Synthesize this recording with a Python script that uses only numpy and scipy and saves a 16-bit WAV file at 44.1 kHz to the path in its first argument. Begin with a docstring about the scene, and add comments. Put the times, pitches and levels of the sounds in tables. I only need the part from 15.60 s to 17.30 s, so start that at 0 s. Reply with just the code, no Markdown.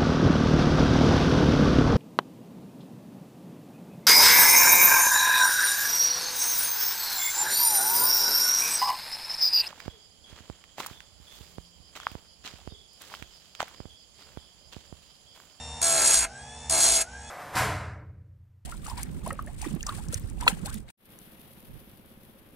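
"""At a workbench, a phone's two microphones stand close to a small chain sharpener that is running.
Its brushed motor whines over mains hum and the rush of brushes and fan. Twice the wheel is lowered
onto a chain tooth: the grit rings tooth, chain and vise, hardest once a turn. The load slows the
motor, whose whine climbs back after each pass. The phone's gain control ducks the loud passes."""
import sys
import numpy as np
from scipy import signal
from scipy.fft import rfft, irfft
from scipy.io import wavfile
from scipy.ndimage import uniform_filter1d

SR = 44100
rng = np.random.default_rng(int(sys.argv[2]) if len(sys.argv) > 2 else 0)


def generate_wav(sig):
    """Save sig (samples, or channels by samples) to the path in sys.argv[1] as 16-bit PCM at SR."""
    pcm = np.round(np.clip(np.atleast_2d(sig).T, -1, 1) * 32767).astype(np.int16)
    wavfile.write(sys.argv[1], SR, pcm)


N = 74970

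# Mains hum. Each row: frequency in Hz, level in dB.
MAINS_HUM = [(120, -59.5), (240, -57.5), (480, -59), (600, -60.5), (720, -57)]
# Spectrum of brushes and fan. Each row: frequency in Hz, relative level in dB.
RUSH_SPECTRUM = [(18, -49), (30, -13.5), (63, 6), (237, -13), (409, -20), (802, -7), (1110, -16),
                 (1690, -17.5), (1920, -16.5), (3310, -20.5), (4930, -18.5), (5730, -16.5), (8120, -17.5),
                 (9900, -20), (11500, -35), (15000, -82), (22000, -120)]
# The shaft, sagging twice under load. Each row: time in seconds, speed in Hz.
SHAFT_SPEED = [(0, 75.78), (.215, 75.78), (.304, 74.3), (.394, 71.7), (.452, 69.8), (.48, 67.2),
               (.548, 59.4), (.6, 57.2), (.65, 56.6), (.688, 61.28), (.718, 63.6), (.74, 65.17),
               (.782, 67.33), (.82, 68.7), (.862, 70.1), (.918, 71.42), (.978, 72.6), (1.016, 73.17),
               (1.095, 73.9), (1.15, 72.1), (1.2, 69.8), (1.23, 67.), (1.278, 60.6), (1.332, 56.4),
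               (1.37, 54.8), (1.422, 54.6), (1.458, 60.03), (1.502, 63.4), (1.54, 65.75), (1.584, 67.8),
               (1.658, 70.35), (1.7, 71.05)]
# Tones of the shaft. Each row: multiple of the shaft speed, level at full speed in dB.
SHAFT_TONES = [(1, -46.5), (2, -61.5), (3, -64.5), (6, -65.5), (8, -72), (10, -64), (11, -74), (13, -56),
               (23, -69.5), (78, -60), (79, -72), (80, -70), (107, -59), (108, -83)]
# Commutator whine. Each row: multiple of the bar rate, level at full speed in dB,
# share of once-a-turn wobble, loss in dB per Hz of slowing.
WHINE_TONES = [(1, -50.5, 0.067, 0.6), (2, -60, 0.22, -0.5), (3, -56.5, 0.066, 1.), (4, -48, 0.15, 1.7),
               (5, -63, .3, 0.5), (6, -51.5, 0.13, 2), (7, -63.5, 0.34, -0.2), (8, -52.5, 0.46, 0.56),
               (9, -67, 0.48, -1.2), (10, -60, 0.23, .1), (11, -77, 0.53, 9)]
# Casing and bench resonances. Each row: frequency in Hz, width in Hz, lift of a passing tone in dB.
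CASING_MODES = [(77.7, 10, 7), (779, 26, 3), (1590, 130, 14.5), (3413, 97, 6), (6500, 220, -2),
                (8440, 1200, 11.5)]
# One list per pass of the wheel. Each row: time in seconds, treble ring level in dB, body level in dB.
WHEEL_PASSES = [
    [(.2148, -21.5, -41), (.25, -17, -35.5), (.33, -18.5, -32), (.4, -17.5, -28), (.45, -16, -27),
     (.475, -12.5, -33.5), (.5, -14.5, -25.5), (.58, -14.5, -32), (.625, -21, -28.5), (.645, -21.5, -27),
     (.654, -32, -19)],
    [(1.0955, -18.5, -42.5), (1.135, -18, -31.5), (1.2, -16.5, -30.5), (1.222, -14, -38), (1.25, -12, -30),
     (1.3, -16, -32.5), (1.36, -15, -33.5), (1.39, -20, -30), (1.42, -19.5, -31), (1.431, -35, -35)],
]
# Resonances of tooth, chain and vise, the treble ring and the lower body.
# Each row: frequency in Hz, width in Hz, relative level in dB.
RING_MODES = [(3350, 150, -16), (4186, 34, -6), (5800, 104, -10), (6692, 205, -2), (7566, 174, -4),
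              (8190, 34, -27), (8703, 415, -5), (9660, 160, -10), (10130, 127, -6.5), (11500, 320, -9.5)]
BODY_MODES = [(664.9, 17.2, 4.5), (1346, 54, -3), (1632, 67, -0.5), (2200, 158, -2.5), (2609, 45, 0.5)]
# The smooth spectra under those resonances. Each row: frequency in Hz, relative level in dB.
RING_FLOOR = [(2500, -27.5), (3000, -28), (4000, -19.5), (5000, -11.5), (6000, -29.5), (8000, -35),
              (10000, -18), (11000, -12), (11600, -16.5)]
BODY_FLOOR = [(60, -4), (150, -63), (300, -16.5), (500, -18), (900, -9), (1100, -14), (2000, -15),
              (2900, -18.5), (3400, -59)]
# Phase between the microphones. Each row: frequency in Hz, lead of the left in radians.
MIC_PHASE = [(0, 0), (2500, -.05), (3300, -.4), (4000, -.15), (4400, -.8), (4700, -1.6), (5020, -3.1),
             (5350, -5.6), (5700, -6.25), (7300, -6.3), (8000, -6.7), (9000, -7.1), (10000, -7.8),
             (11900, -9.2)]
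# Balance between the microphones. Each row: frequency in Hz, left minus right in dB.
MIC_BALANCE = [(60, 0), (350, 0), (620, -2.6), (1100, -.5), (2000, 0), (3500, 1), (4300, 4), (5000, 1),
               (5800, 0), (11500, 0)]
# Scattered sound at the microphones. Each row: frequency in Hz, level against the direct sound in dB.
MIC_SCATTER = [(60, -61), (180, -22), (350, -17.5), (620, -9.5), (1100, -9.5), (1600, -33.5), (2400, -103),
               (2900, 6), (3300, -5.5), (3900, -15), (4400, -4), (5300, -72), (5700, -16), (6000, -31),
               (7000, -48), (7500, -18), (8200, 1), (9400, -20), (11500, -25)]

TIME = np.arange(N) / SR


def amp(db):
    """Decibels to amplitude."""
    return 10 ** (np.asarray(db) / 20)


def unit_rms(x):
    """The signal scaled to an rms of 1."""
    return x / np.sqrt(np.mean(x ** 2) + 1e-20)


def curve_at(points, hz):
    """A curve read along a logarithmic frequency axis."""
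    freqs, values = np.transpose(points)
    return np.interp(np.log(hz + 1), np.log(freqs + 1), values)


def drift(seconds):
    """Random wander of rms 1, smoothed over the given time."""
    size = int(seconds * SR)
    return unit_rms(uniform_filter1d(uniform_filter1d(rng.standard_normal(N), size), size))


def resonance(hz, centre, width):
    """Bell-shaped response, 1 at its centre."""
    return 1 / (1 + (2 * (hz - centre) / width) ** 2)


def resonate(x, floor, modes):
    """Minimum-phase filter of resonances over a smooth floor; white noise keeps its rms."""
    hz = np.fft.rfftfreq(8192, 1 / SR)
    power = amp(2 * curve_at(floor, hz)) + sum(amp(2 * db) * resonance(hz, f, w) for f, w, db in modes)
    cepstrum = irfft(np.log(power + 1e-10) / 2)
    causal = np.r_[1, 2 * np.ones(4095), 1, np.zeros(4095)]
    taps = irfft(np.exp(rfft(cepstrum * causal)))[:4096]
    return signal.oaconvolve(x, taps / np.linalg.norm(taps))[:N]


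def roughness(turns, repeat_share, grain_db, wear_turns=6):
    """Noise of a turning surface: part returns every turn and wears slowly, the rest is new."""
    def grains(shape):
        sizes = amp(grain_db * np.minimum(rng.exponential(1, shape), 3.5))
        return unit_rms(rng.standard_normal(shape) * sizes)
    layers = grains((64, 600))
    place = (turns % 1 * 600).astype(int)
    age = np.minimum(turns / wear_turns, 62)
    layer, blend = age.astype(int), age % 1 * np.pi / 2
    returning = layers[layer, place] * np.cos(blend) + layers[layer + 1, place] * np.sin(blend)
    return np.sqrt(repeat_share) * returning + np.sqrt(1 - repeat_share) * grains(N)


def workshop_tail(level, t60_s=.085, tail_db=-7):
    """The room's short reverberation: noise that dies away behind the given envelope."""
    decay = amp(-120 / t60_s / SR)
    power = signal.lfilter([1 - decay], [1, -decay], level ** 2)
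    return amp(tail_db) * np.sqrt(power) * rng.standard_normal(N)


def wave(cycles):
    """A cosine with a random starting phase."""
    return np.cos(2 * np.pi * (cycles + rng.random()))


def mains_hum():
    """Steady hum at multiples of the mains frequency."""
    return sum(np.sqrt(2) * amp(db) * wave(hz * TIME) for hz, db in MAINS_HUM)


def brushes_and_fan(turns, level_db=-45):
    """A broad rush, half of whose power repeats with each turn."""
    noise = roughness(turns, repeat_share=.5, grain_db=0)
    return amp(level_db) * resonate(noise, RUSH_SPECTRUM, [(807, 28, -.98)])


def shaft_tone(speed, turns, order, db):
    """A tone locked to the shaft: it swells through casing resonances and wavers more when slowed."""
    lift_db = sum(peak_db * resonance(order * speed, f, w) for f, w, peak_db in CASING_MODES)
    waver_db = (.8 + .3 * np.minimum(speed[0] - speed, 8)) * drift(.02)
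    return np.sqrt(2) * amp(db + lift_db - lift_db[0] + waver_db) * wave(order * turns)


def motor(speed, turns, bars=12, sag_db_per_hz=-.0445):
    """Commutator bars whine past the brushes, wobbling once a turn, over shaft tones and rush."""
    slowing_hz = speed[0] - speed
    whine = np.zeros(N)
    for multiple, db, wobble, loss in WHINE_TONES:
        tone = shaft_tone(speed, turns, bars * multiple, db - loss * slowing_hz)
        whine += tone * (1 + sum(2 * wobble ** k * wave(k * turns) for k in (1, 2, 3)))
    shaft = sum(shaft_tone(speed, turns, order, db) for order, db in SHAFT_TONES)
    return (whine + shaft + brushes_and_fan(turns)) * amp(sag_db_per_hz * slowing_hz)


def uneven_rim(turns, corner_order=12):
    """Lumps on the wheel's rim knock: wavering shaft orders, weaker above the corner."""
    return unit_rms(sum(amp(2 * drift(.06)) * wave(k * turns) / np.hypot(1, (k / corner_order) ** 2)
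                        for k in range(4, 32)))


def grinding(turns, grit_db=3.5, skim_s=.025, bite_depth=.12, knock_fade_s=.3):
    """Grit scratches the tooth, hardest at the wheel's high spot; the scratching rings the metal."""
    ring_level, body_level, knock, thud = np.zeros((4, N))
    for rows in WHEEL_PASSES:
        times, ring_db, body_db = np.transpose(rows)
        since = np.maximum(TIME - times[0], 0)
        contact = (TIME < times[-1]) * np.minimum(since / .0021, 1)
        wheel_turns = turns - np.interp(times[0] + .002, TIME, turns)  # counted from the high spot
        angle = 2 * np.pi * wheel_turns
        # At first only the high spot skims the tooth; the pulsing flattens as the wheel bites.
        depth = bite_depth + (1 - bite_depth) * np.exp(-since / skim_s)
        pressure = contact * (1 + depth * np.cos(angle)) / np.sqrt(1 + depth ** 2 / 2)
        body_gain = amp(np.interp(TIME, times, body_db))
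        ring_level += pressure * amp(np.interp(TIME, times, ring_db))
        body_level += pressure * body_gain
        knock += contact * body_gain * np.exp(-(since / knock_fade_s) ** 2) * uneven_rim(wheel_turns)
        thud_level = uniform_filter1d(contact, 600) * amp(-11 * since)
        thud += thud_level * (np.cos(angle) + .33 * np.cos(2 * angle))
    flicker = amp(1.5 * drift(.0018))
    scratch = ring_level * flicker * roughness(turns, repeat_share=.43, grain_db=grit_db)
    rasp = body_level * roughness(turns, repeat_share=.92, grain_db=grit_db)
    ring = resonate(scratch + workshop_tail(ring_level), RING_FLOOR, RING_MODES)
    body = resonate(np.sqrt(.5) * (rasp + knock) + workshop_tail(body_level), BODY_FLOOR, BODY_MODES)
    return ring + body + amp(-39 + 1.4 * drift(.013)) * thud


def scene():
    """The sharpener on its bench, motor and wheel on one shaft, alike in both channels."""
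    speed = np.interp(TIME, *np.transpose(SHAFT_SPEED))
    turns = np.cumsum(speed) / SR
    sharpener = mains_hum() + motor(speed, turns) + grinding(turns)
    return np.array([sharpener, sharpener])


def gain_control(x, threshold_db=-40, duck_share=.19, release_db_per_s=37):
    """The phone holds a falling peak level and ducks by a share of its excess over the threshold."""
    power_db = 10 * np.log10(abs(uniform_filter1d((x ** 2).mean(0), 900)) + 1e-12)
    fall_db = TIME * release_db_per_s
    held_db = np.maximum.accumulate(power_db + fall_db) - fall_db
    excess_db = np.maximum(held_db - threshold_db, 0)
    return x / amp(duck_share * signal.lfilter([.002], [1, -.998], excess_db))


def microphones(x):
    """The two microphone ports differ in phase, balance and the scattered sound they catch."""
    hz, _, spectra = signal.stft(x, SR, nperseg=512, noverlap=384)
    frames = spectra.shape[2]
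    random_phase = np.exp(2j * np.pi * rng.random((frames // 4 + 1, len(hz)))).repeat(4, 0).T
    scatter = spectra.mean(0) * random_phase[:, :frames] * amp(curve_at(MIC_SCATTER, hz))[:, None]
    lead = np.interp(hz, *np.transpose(MIC_PHASE))
    port = (amp(curve_at(MIC_BALANCE, hz) / 2) * np.exp(.5j * lead))[:, None]
    left, right = spectra[0] * port + scatter, spectra[1] / port - scatter
    return signal.istft([left, right], SR, nperseg=512, noverlap=384)[1][:, :N]


def record(dry):
    """The phone close by: gain control, a low cut at 33 Hz, two microphones, a top edge at 11750 Hz."""
    low_cut = signal.butter(2, 33, "high", fs=SR, output="sos")
    high_cut = signal.firwin(511, 11750, window=("kaiser", 9), fs=SR)
    heard = microphones(signal.sosfilt(low_cut, gain_control(dry)))
    return signal.oaconvolve(heard, high_cut[None], "same")


dry = scene()
out = record(dry)
generate_wav(out)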